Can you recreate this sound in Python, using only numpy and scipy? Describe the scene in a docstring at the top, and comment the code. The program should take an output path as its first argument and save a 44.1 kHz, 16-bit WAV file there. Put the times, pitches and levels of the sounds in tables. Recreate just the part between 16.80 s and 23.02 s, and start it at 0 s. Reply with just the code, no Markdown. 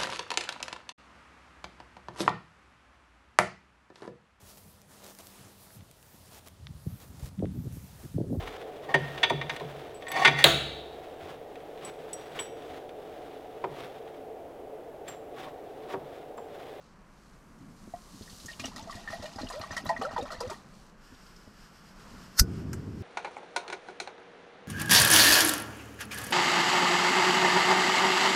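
"""Inside a tent at night, one microphone close to the cooking gear. A nylon sleeve rustles and a small
metal pot is nudged. Water glugs into it from a plastic bottle: the bottle flexes and crinkles, gushes
slap the pot and trapped bubbles ring. Then gas hisses from a camping stove, its piezo igniter snaps,
the gas catches with a soft whump and the flame flutters on; the igniter button ticks as it springs
back. Low night air lies under it all."""
import sys
import numpy as np
from scipy import signal
from scipy.fft import rfft, irfft, next_fast_len
from scipy.io import wavfile
from scipy.ndimage import uniform_filter1d

SR = 44100
rng = np.random.default_rng(int(sys.argv[2]) if len(sys.argv) > 2 else 0)


def to_wav(s):
    """Save 16-bit WAV."""
    ch = np.atleast_2d(s).T  # columns
    pcm = np.round(np.clip(ch, -1, 1) * 32767)  # PCM
    wavfile.write(sys.argv[1], SR, pcm.astype(np.int16))


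N = 274434
T = np.arange(N) / SR
AGE = T[:SR // 4]  # time since the onset of one short event

# gushes landing in the pot: t/s, relative splash level/dB, relative pot ring level/dB
GUSHES = [(1.476, -78, -53.5), (1.683, -45, -45), (1.794, -39, -54), (1.838, -32, -50), (1.961, -36, -48.5),
          (2.096, -42, -62), (2.124, -43, -47.5), (2.165, -43, -56), (2.275, -39, -36.5), (2.303, -34, -48),
          (2.327, -39, -42.5), (2.423, -36, -57), (2.456, -44, -50), (2.585, -31, -52), (2.7, -33, -52),
          (2.733, -35.5, -50.5), (2.812, -33.5, -51), (2.836, -43, -51), (2.907, -31, -44),
          (2.925, -32.5, -52), (2.966, -28, -31), (3.056, -29, -52), (3.091, -38, -33.5),
          (3.163, -36, -39.5), (3.213, -21.5, -50), (3.31, -31, -62), (3.363, -25.5, -43),
          (3.453, -31.5, -63), (3.504, -27.5, -51), (3.52, -30, -58), (3.604, -30, -54), (3.697, -27, -64),
          (3.713, -35.5, -52)]
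# trapped air bubbles: t/s, f/Hz, level/dB, life/s, steady time/s, glide/(octaves per s)
BUBBLES = [(1.913, 880, -41, 0.018, 0.0038, 32), (1.99, 838, -40, 0.11, 0.0057, 3.5),
           (2.072, 696, -32.5, 0.0095, 0.014, 2), (2.165, 691, -43.5, 0.076, 0, 2),
           (2.096, 1085, -32, 0.057, 0.014, 6.5), (2.094, 1270, -39, .043, 0.0054, -7),
           (2.329, 695, -36, 0.1, 0.0011, 0), (2.424, 612, -38.5, 0.15, 0.022, 2.5),
           (2.583, 827, -34, 0.016, 0.0011, -6), (2.625, 620, -48.5, 0.1, 0, 2.5),
           (2.705, 1050, -28, 0.024, 0.012, -1), (2.732, 471, -39.5, 0.037, 0, 10),
           (2.758, 582, -35, 0.077, 0.016, 6), (2.812, 663, -37.5, 0.024, 0.0031, 17),
           (2.837, 1120, -34.5, .05, 0, -5), (3.094, 660, -27, 0.062, 0.0047, 1.5),
           (3.096, 829, -24, 0.11, 0.00093, 2), (3.093, 1035, -17, 0.017, 0.006, -3),
           (3.213, 435, -32.5, 0.092, 0.0035, 8.5), (3.216, 732, -28.5, 0.028, 0.016, 6.5),
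           (3.25, 1338, -22.5, 0.044, 0, -5), (3.362, 950, -24.5, 0.02, 0.014, -4),
           (3.376, 886, -25.5, 0.067, 0.0059, -9.5), (3.382, 456, -32.5, .085, 0.023, 9.5),
           (3.516, 500, -44, 0.046, 0.043, -1), (3.607, 470, -30.5, 0.067, 0.038, 6),
           (3.607, 985, -26, 0.017, 0.0084, 1), (3.711, 883, -29, 0.015, 0.012, 7),
           (3.711, 400, -37, 0.0098, 0, 7)]
# soft knocks of the glugging bottle and of handled gear: t/s, level/dB, settled f/Hz, thump level/dB
KNOCKS = [(1.076, -36, 192, -45), (1.139, -46, 220, -45), (1.41, -36.5, 180, -37.5),
          (1.53, -43.5, 177, -42), (1.647, -40, 180, -38), (1.798, -40.5, 218, -39), (1.819, -43, 262, -46),
          (1.846, -35.5, 255, -39), (1.879, -36.5, 200, -41.5), (1.969, -40, 230, -51),
          (2.026, -39.5, 198, -38.5), (2.151, -40, 204, -36.5), (2.301, -39.5, 188, -38),
          (2.397, -34, 180, -34.5), (2.56, -38, 204, -37.5), (2.61, -36, 290, -39), (2.632, -31, 248, -47),
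          (2.644, -35, 148, -36), (2.799, -40.5, 207, -34.5), (2.908, -37.5, 200, -36),
          (3.04, -35.5, 189, -54), (3.063, -38, 184, -32), (3.191, -36.5, 212, -37), (3.199, -35, 212, -46),
          (3.333, -39, 213, -37), (3.423, -34.5, 239, -35), (3.584, -46, 170, -40), (3.672, -37, 162, -32),
          (4.321, -46, 244, -46.5), (4.452, -54, 200, -61), (4.674, -40.5, 181, -43.5),
          (5.339, -42, 198, -54), (5.478, -47, 188, -48)]
# buckles of the thin bottle wall: t/s, relative ring level/dB, f/Hz, relative edge level/dB
CRINKLES = [(1.796, -31, 2520, -41.5), (1.842, -30, 2840, -47), (1.8545, -28.5, 5980, -43),
            (1.874, -44, 4830, -60), (1.9598, -36, 4850, -44), (2.0244, -41, 6230, -57),
            (2.108, -42, 4800, -48), (2.152, -44, 4300, -50), (2.4254, -36.5, 4080, -52),
            (2.457, -36.5, 2890, -51), (2.5582, -41, 5050, -46), (2.6136, -36, 4300, -53),
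            (2.6414, -41, 5100, -72), (2.6692, -35, 2880, -75), (2.6857, -37, 3830, -45),
            (2.6974, -45, 7070, -62), (2.726, -36, 4700, -51), (2.813, -32.5, 4320, -57),
            (2.9118, -39, 5020, -67), (2.917, -36.5, 6040, -68), (2.9654, -30.5, 5210, -40),
            (2.9768, -32.5, 3030, -43), (3.0628, -37, 3820, -48), (3.0903, -31.5, 4190, -41),
            (3.217, -35.5, 3010, -50), (3.3782, -38.5, 3390, -50), (3.4109, -38, 3780, -58),
            (3.424, -46, 2500, -49), (3.5168, -35, 4230, -45.5), (3.6037, -32, 5020, -39),
            (3.673, -48, 5800, -52), (3.6988, -42, 5960, -46)]
# igniter blows: t/s, crack level/dB, crack t60/s, burner ring level/dB
IGNITER_BLOWS = [(5.5903, -18, .02, -42), (5.5957, -3.5, 0.018, -27), (5.5987, -13.5, 0.021, -24),
                 (5.931, -34, 0.033, -55)]
# ticks of drops and of fingers on the stove: t/s, peak level/dB, f/Hz
TICKS = [(1.42, -45, 4220), (1.497, -41, 4380), (1.599, -44, 4050), (1.658, -34.5, 6670),
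         (1.715, -39, 4530), (1.73, -42, 2910), (2.127, -49, 9340), (2.34, -50, 9800), (2.7, -43, 8500),
         (2.791, -49, 11800), (3.049, -46, 12000), (3.251, -43, 5230), (3.726, -55, 10700),
         (4.344, -52, 3720), (4.465, -52, 4730), (4.562, -47.5, 5200), (5.93, -36, 1475),
         (5.93, -37.5, 7500)]
# swells of soft hiss, sleeve swishes and one surge in the gas hiss:
# middle t/s, half length/s, relative rustle level/dB, sheen level/dB
HISS_SWELLS = [(0.021, 0.11, -65, -91), (0.423, 0.067, -68.5, -82), (0.608, 0.34, -68.5, -73.5),
               (1.254, 0.26, -62, -65.5), (1.59, 0.2, -53.5, -58.5), (2.423, 0.49, -55.5, -68.5),
               (3.726, 0.073, -58.5, -68), (3.986, 0.11, -61.5, -71.5), (5.29, 0.1, -60, -72)]
# slow swells: middle t/s, half length/s, relative level/dB
SHUFFLES = [(.85, 0.16, -60), (1.35, 0.016, -56), (1.98, 0.062, -58), (3.1, 0.11, -56.5), (3.8, 0.094, -69),
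            (5.3, 0.39, -68.5)]  # arms and gear shifting on the ground
HUSH_SWELLS = [(2.4, 0.91, -54), (3.4, 0.39, -52.5), (5.3, 0.14, -51.5), (5.85, 0.3, -53)]  # low hush, one under the gas hiss before it lights

# modes of a buckling patch of plastic: multiple of its pitch, level/dB, t60/s
PATCH_MODES = [(0.679, -6, 0.044), (0.872, -8.5, 0.056), (0.998, 6.5, 0.043), (1.068, 0.5, 0.032),
               (1.27, -5, .035), (1.5, -30, 0.031)]
# modes of the metal gear: f/Hz, level/dB, free t60/s
POT_WALL_MODES = [(1850, 1, 0.1), (1886, 12, 0.046), (1900, -2, 0.056), (1900, -28, 0.05)]
EMPTY_POT_MODES = [(690, -5, 0.04), (711, 4.5, 0.085), (1055, -22.5, 0.65), (1917, -21, 0.1)]
BURNER_MODES = [(1390, -6, .04), (1480, -15, .24), (1836, -10, .05), (3795, -15, .05), (4392, -5, .05),
                (4470, -2, .055), (5130, -33, .3), (4955, -5, .05), (5095, 0, .052), (5358, 0, .045),
                (5555, -2, .055), (5985, -3, .052), (6165, -5, .05), (6655, -6, .045), (7530, -10, .05),
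                (8050, -10, .05), (9800, -9, .045), (10260, -9, .045), (11000, -13, .045),
                (12090, -4, .035), (12350, -4, .03)]  # burner head and pot supports

# noise spectra: f/Hz, relative density level/dB
SPLASH_SPECTRUM = [(260, -41), (450, -7), (584, 1.5), (664, 13), (772, 0), (834, -24), (1010, 8.5),
                   (1320, 9.5), (1610, -7), (1700, -62), (2210, -43), (3740, -120)]  # water slapping into the pot
SPRAY_SPECTRUM = [(2200, 9), (2900, 1), (4200, 6), (6000, 3), (8500, -5), (12500, -9), (15500, -19)]  # fine droplets
EDGE_SPECTRUM = [(2600, -10), (4500, 9), (7000, 5), (8700, -2), (11000, -7), (12400, -11), (14500, -15),
                 (15200, -26)]  # crisp edge of a crinkle
SNAP_SPECTRUM = [(700, -29), (1100, -39.5), (1400, 2.5), (1830, -5.5), (2200, -10.5), (3400, -16),
                 (4400, -2.5), (5400, 2.5), (7500, -5.5), (11300, -10.5), (12300, -5), (14000, -14.5),
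                 (15500, -28.5)]  # igniter hammer
GAS_SPECTRUM = [(1100, -3), (1450, 5), (2200, -7), (2930, -3), (3740, -9), (5020, -2), (5600, -3.5),
                (6110, -9), (7190, -9), (8300, -11), (9190, -16), (11200, -18), (12100, -14.5),
                (13200, -21.5), (14300, -21), (15000, -26), (15500, -36)]  # gas jet
FLAME_SPECTRUM = [(18, -51.5), (30, -22.5), (86, 4), (196, -0.5), (243, -4.5), (367, -7.5), (455, -14.5),
                  (517, -24), (697, -29), (900, -34.5), (1170, -61), (1980, -120)]  # turbulent flame
RUSTLE_SPECTRUM = [(2200, -16), (2800, 0), (3500, 0), (4400, 4), (6000, 0.5), (8300, -6), (10500, -17),
                   (12500, -18), (15500, -27)]  # grainy body of the soft hiss
SHEEN_SPECTRUM = [(6000, 4.5), (9000, 2.5), (13000, -4), (15500, -13)]  # its high sheen
AIR_SPECTRUM = [(12, -27), (20, 3.5), (35, 0.5), (65, -7), (89, -13.5), (181, -3.5), (223, -5.5),
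                (258, -12.5), (293, -13.5), (516, -16), (853, -17.5), (1120, -14.5), (1500, -20),
                (2330, -26.5), (3000, -31.5), (3900, -43), (6600, -120)]  # night air and low hush

POUR_START_S, POUR_STOP_S, GAS_OPEN_S, LIGHT_S = 1.61, 3.7, 4.145, 5.61
TYPICAL_SPLASH_DB = -30.5  # on the scale of GUSHES
TOP_HZ = 15600


def gushes():
    """Each gush lands head first, then tail; hard ones throw more spray, deepening water cushions it."""
    out = np.zeros(N)
    cushion_db_per_s, tail_lag_s = 6.5, 0.018
    for s, splash_db, pot_db in GUSHES:
        spray_db = -40 + 0.63 * (splash_db - TYPICAL_SPLASH_DB) - cushion_db_per_s * (s - POUR_START_S)
        add(out, s, slap(splash_db, pot_db, spray_db))
        add(out, s + tail_lag_s, slap(splash_db - 7.5, pot_db - 38, spray_db - 1.5))
    return out


def slap(splash_db, pot_db, spray_db):
    """Water slaps into the pot, shakes its wall and throws fine droplets."""
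    size, mist_t60 = len(AGE), 0.13
    splash = peak(crackle(SPLASH_SPECTRUM, spread_db=1.5, size=size) * decay(t60=0.064, attack=0.00059))
    # droplets leave as the water lands and fall back over the next moments
    fall_s = rng.random(100) ** 1.2 * mist_t60 / 2
    drops = droplets(fall_s, 2660, 14000, cycles=24, gains=undb(-28 * fall_s / mist_t60), size=size)
    mist = crackle(SPRAY_SPECTRUM, spread_db=5, size=size) * decay(mist_t60, attack=0.007)
    spray = undb(-16.5) * colour(drops, SPRAY_SPECTRUM) + undb(-3) * mist
    detune = 1 + 0.025 * rng.uniform(-1, 1)  # sloshing water loads the wall
    modes = [(hz * detune, db, t60) for hz, db, t60 in POT_WALL_MODES]
    # the soft blow starts the wall ringing and the churn keeps it going
    blow = peak(ring(modes) * (1 - np.exp(-AGE / 0.004)))
    churn = peak(resonate(rng.standard_normal(size) * decay(t60=0.062, attack=0.006), modes))
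    wall = 0.93 * blow + 0.84 * churn
    return undb(splash_db - 3) * splash + undb(pot_db + 6.5) * wall + undb(spray_db) * spray


def bubbles():
    """Air pockets hold their pitch, then glide up as they surface or down as they are driven under."""
    out, size = np.zeros(N), len(AGE)
    for s, hz, db, life, steady, glide in BUBBLES:
        pitch = hz * 2 ** (glide * np.clip(AGE - steady, 0, life))
        # churning water shakes pitch and loudness, and adds froth
        phase = phase_of(pitch * (1 + 0.03 * walk(110, size)))
        tone = np.sin(phase) * undb(2 * walk(130, size))
        froth = 0.36 * np.cos(phase) * walk(450, size)
        alive = np.clip((life - AGE) / 0.04 + 0.5, 0, 1)
        t60 = 0.34 * (520 / hz) ** 2  # smaller bubbles ring higher and die sooner
        add(out, s, undb(db) * (tone + froth) * alive * decay(t60, attack=0.0031))
    return out


def trickle():
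    """The surging stream spatters in sharp ticks, churns small bubbles and pings the pot wall."""
    spatter = droplets(rng.uniform(0, T[-1], 9000), low_hz=2380, high_hz=14040, cycles=24)
    churn = droplets(rng.uniform(0, T[-1], 2000), low_hz=660, high_hz=1540, cycles=22)
    pings = droplets(rng.uniform(0, T[-1], 900), low_hz=1782, high_hz=2006, cycles=48)
    # a thin thread of water runs from the tipping of the bottle until it is raised
    thread = ramp(POUR_START_S, rise_s=1) * np.exp(-np.maximum(T - POUR_STOP_S, 0) / 0.052)
    flow = undb(-52) * np.hypot(surges(), undb(-2.5) * thread)
    return flow * (undb(-6) * colour(spatter, SPRAY_SPECTRUM) + unit(churn) + undb(-4.5) * unit(pings))


def surges():
    """Gain of the stream, which swells after each gush, more after a hard one."""
    power = np.zeros(N)
    surge = peak(decay(t60=0.26, attack=0.0085))
    for s, splash_db, _ in GUSHES:
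        add(power, s, (undb(0.45 * (splash_db - TYPICAL_SPLASH_DB)) * surge) ** 2)
    return np.sqrt(power)


def droplets(times, low_hz, high_hz, cycles, gains=1, size=N):
    """A cloud of tiny pings, each of its own pitch and loudness, rising a little as it dies."""
    pitch, softness = rng.random((len(times), 2)).T
    hz = low_hz * (high_hz / low_hz) ** pitch
    samples = np.arange(int(cycles * SR / low_hz))
    progress = np.minimum(hz[:, None] * samples / SR / cycles, 1)
    envelope = (undb(-40 * progress) - undb(-40)) * np.minimum(progress / 0.12, 1)
    pings = np.sin(2 * np.pi * cycles * progress * (1 + 0.012 * progress)) * envelope
    pings *= (gains * undb(-18 * softness))[:, None]
    positions = (times * SR).astype(int)[:, None] + samples
    return np.bincount(positions.ravel(), pings.ravel(), size)[:size]


def knocks():
    """A flexing wall starts tight and slackens at once, with a dull pat; the water behind thumps lower."""
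    out, slacken_s = np.zeros(N), 0.0013
    pat_spectrum = [(150, -4), (400, 2), (600, -6), (900, -25)]
    for s, db, hz, thump_db in KNOCKS:
        pitch = hz * (1 + 0.5 * np.exp(-AGE / slacken_s))
        body = peak(np.sin(phase_of(pitch)) * decay(t60=0.045, attack=0.0024))
        thump = peak(chirp(110.7, t60=0.059, glide=-17, attack=0.0016))
        pat = peak(noise(pat_spectrum, len(AGE)) * decay(t60=0.03, attack=0.001))
        add(out, s, undb(db) * (body + undb(-7) * pat) + undb(thump_db) * thump)
    return out


def crinkles():
    """Each buckle of the emptying bottle rings a patch of plastic, with a crisp edge on top."""
    out, size = np.zeros(N), len(AGE)
    for s, ring_db, hz, edge_db in CRINKLES:
        modes = [(hz * multiple * rng.uniform(0.96, 1.04), db, t60) for multiple, db, t60 in PATCH_MODES]
        body = peak(resonate(rng.standard_normal(size) * decay(t60=0.021, attack=0.00047), modes))
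        edge = peak(crackle(EDGE_SPECTRUM, spread_db=4, size=size) * decay(t60=0.063, attack=0.0018))
        add(out, s, undb(ring_db - 2) * body + undb(edge_db + 11) * edge)
    return out


def igniter():
    """The hammer snaps and the burner head rings."""
    out, size = np.zeros(N), len(AGE)
    for s, db, t60, ring_db in IGNITER_BLOWS:
        crack = peak(noise(SNAP_SPECTRUM, size) * decay(t60, attack=0.0001))
        add(out, s, undb(db) * crack + undb(ring_db) * clang(BURNER_MODES))
    # a short halo of noise, coloured like the snap, swells just ahead of it
    halo = 0.5 * noise(SNAP_SPECTRUM, size) + resonate(rng.standard_normal(size), BURNER_MODES)
    snap_s = IGNITER_BLOWS[1][0]
    add(out, snap_s - AGE[-1], undb(-19) * halo * np.exp(-AGE[::-1] / 0.0074))
    return out


def clang(modes):
    """A held body's modes, out of step with each other and cut short by the hand."""
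    return sum(undb(db) * np.sin(2 * np.pi * (hz * AGE + rng.random())) * decay(0.75 * t60, 0.00029)
               for hz, db, t60 in modes)


def burner():
    """The jet grows as the valve opens and eases once lit; the flame flares, then flutters low."""
    opening_s = np.clip(T, GAS_OPEN_S, LIGHT_S) - GAS_OPEN_S
    burning_s = np.maximum(T - LIGHT_S, 0)
    jet_db = -62 + 2.5 * opening_s - 5.5 * burning_s
    jet = noise(GAS_SPECTRUM) * undb(jet_db + 1.9 * walk(17)) * ramp(GAS_OPEN_S, rise_s=0.11)
    flame_db = -37.5 + 4 * np.exp(-burning_s / 0.15)
    flame = noise(FLAME_SPECTRUM) * undb(flame_db + 0.71 * walk(30)) * ramp(LIGHT_S, rise_s=0.0029)
    return jet + flame + undb(-9) * whump()


def whump():
    """The gathered gas catches: a swell of pressure, a deep dip and a rebound that shudders away."""
    swell, dip = (np.exp(-((T - s) / 0.0029) ** 2) for s in (5.6035, 5.614))
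    out = 0.33 * swell - dip
    add(out, 5.618, 0.69 * decay(t60=0.029, attack=0.0016) + 0.14 * chirp(211, t60=0.096, glide=-1.7))
    return out


def ticks():
    """Drops, and fingers on the stove, make short bright pings roughened by noise."""
    out = np.zeros(N)
    for s, db, hz in TICKS:
        band = [(0.75 * hz, -8), (hz, 0), (1.25 * hz, -8)]
        grit = noise(band, len(AGE)) * decay(t60=0.06, attack=0.0009)
        add(out, s, undb(db) * peak(chirp(hz, t60=0.045, glide=1.44) + 1.2 * grit))
    return out


def nudge():
    """A soft touch on the empty pot just before the pour; its rim sings faintly."""
    out = np.zeros(N)
    add(out, 1.137, undb(-31.5) * ring(EMPTY_POT_MODES) * (1 - np.exp(-AGE / 0.0029)))
    return out


def soft_hiss():
    """Swells of grainy hiss with a high sheen: nylon sleeve swishes, and one surge in the gas hiss."""
    rustle = crackle(RUSTLE_SPECTRUM, spread_db=3.5) * undb(-3.5 + walk(24.66))
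    impulses = (rng.random(N) < 60 / SR) * undb(3.5 * rng.standard_normal(N))  # about 60 a second
    grain = rng.standard_normal(len(AGE)) * decay(t60=0.012, attack=0.0003)
    specks = colour(signal.fftconvolve(impulses, grain)[:N], RUSTLE_SPECTRUM)
    gain = swells([(s, half, db) for s, half, db, _ in HISS_SWELLS])
    sheen = noise(SHEEN_SPECTRUM) * swells([(s, half, db) for s, half, _, db in HISS_SWELLS])
    return (rustle + undb(-13) * specks) * gain + sheen


def shuffles():
    """Arms and gear rumble softly and unevenly on the ground."""
    gain = undb(6 + 2.5 * walk(25)) * swells(SHUFFLES)
    return gain * noise([(90, -9), (190, -0.5), (280, -2.5), (400, -25)])


def tent_echo(near):
    """The fabric walls send only a very short echo back to the microphone."""
    walls = noise([(200, 0.5), (1500, -16), (12000, -5.5)], len(AGE)) * decay(t60=0.059, attack=0.00071)
    return signal.fftconvolve(near, walls / np.linalg.norm(walls))[:N]


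def low_hush():
    """Steady night air, plus swells of low hush, one under the gas hiss before it lights."""
    return noise(AIR_SPECTRUM) * undb(1 + 0.08 * walk(26)) * np.hypot(undb(-56.5), swells(HUSH_SWELLS))


def undb(db):
    """Decibels to gain."""
    return 10 ** (np.asarray(db) / 20)


def unit(x):
    """Scale to rms 1."""
    return x / np.sqrt(np.mean(x ** 2))


def peak(x):
    """Scale to peak 1."""
    return x / np.abs(x).max()


def add(out, s, x):
    """Mix x into out from time s."""
    i = int(s * SR)
    out[i:i + len(x)] += x[:len(out) - i]


def colour(x, spectrum):
    """Shape x by (f/Hz, level/dB) points, with skirts of 20 dB an octave; rms 1."""
    hz, db = np.transpose(spectrum)
    size = next_fast_len(len(x), True)
    octave = np.log2(np.maximum(np.fft.rfftfreq(size, 1 / SR), 1))
    beyond = np.abs(octave - np.clip(octave, np.log2(hz[0]), np.log2(hz[-1])))
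    gain = undb(np.interp(octave, np.log2(hz), db) - 20 * beyond)
    return unit(irfft(rfft(x, size) * gain, size)[:len(x)])


def noise(spectrum, size=N):
    """Smooth coloured noise."""
    return colour(rng.standard_normal(size), spectrum)


def crackle(spectrum, spread_db, size=N):
    """Coloured grains, mostly tiny and a few large."""
    gains = undb(spread_db * np.minimum(rng.exponential(size=size), 7))
    return colour(rng.standard_normal(size) * gains, spectrum)


def walk(rate_hz, size=N):
    """A random wander with rate_hz turns a second; rms 1."""
    step = int(SR / rate_hz)
    stairs = np.repeat(rng.standard_normal(size // step + 1), step)
    return unit(uniform_filter1d(stairs, step)[:size])


def ramp(start_s, rise_s):
    """Gain that climbs from 0 to 1 and holds."""
    return np.clip((T - start_s) / rise_s, 0, 1)


def swells(rows):
    """Gain of bell-shaped swells, which add in power."""
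    return np.sqrt(sum((undb(db) * np.exp(-((T - s) / half) ** 2 / 2)) ** 2 for s, half, db in rows))


def decay(t60, attack):
    """A quick rise and an exponential fall."""
    return (1 - np.exp(-AGE / attack)) * np.exp(-np.log(1000) * AGE / t60)


def phase_of(hz):
    """Running phase of a changing pitch."""
    return 2 * np.pi * np.cumsum(hz) / SR


def chirp(hz, t60, glide, attack=0.001):
    """A damped oscillation whose pitch glides by octaves per second."""
    pitch = np.minimum(hz * 2 ** (glide * AGE), TOP_HZ)
    return np.sin(phase_of(pitch)) * decay(t60, attack)


def ring(modes):
    """A struck body's decaying modes."""
    return sum(undb(db) * np.sin(2 * np.pi * hz * AGE) * decay(t60, 1e-4) for hz, db, t60 in modes)


def resonate(x, modes):
    """Drive a body's modes with x; rms 1."""
    return unit(signal.fftconvolve(x, ring(modes))[:len(x)])


def scene():
    """Mono, with bottle, pot and stove close to the microphone and a low hush behind them."""
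    near = nudge() + knocks() + crinkles() + bubbles() + gushes() + trickle() + ticks() + igniter()
    echo = undb(-8.5) * tent_echo(near)
    hush = low_hush()
    return (near + echo + soft_hiss() + shuffles() + burner() + hush)[None]


def record(dry):
    """The recorder cuts the treble steeply above TOP_HZ."""
    return signal.sosfilt(signal.ellip(10, 0.2, 80, TOP_HZ, fs=SR, output="sos"), dry)


dry = scene()
out = record(dry)
to_wav(out)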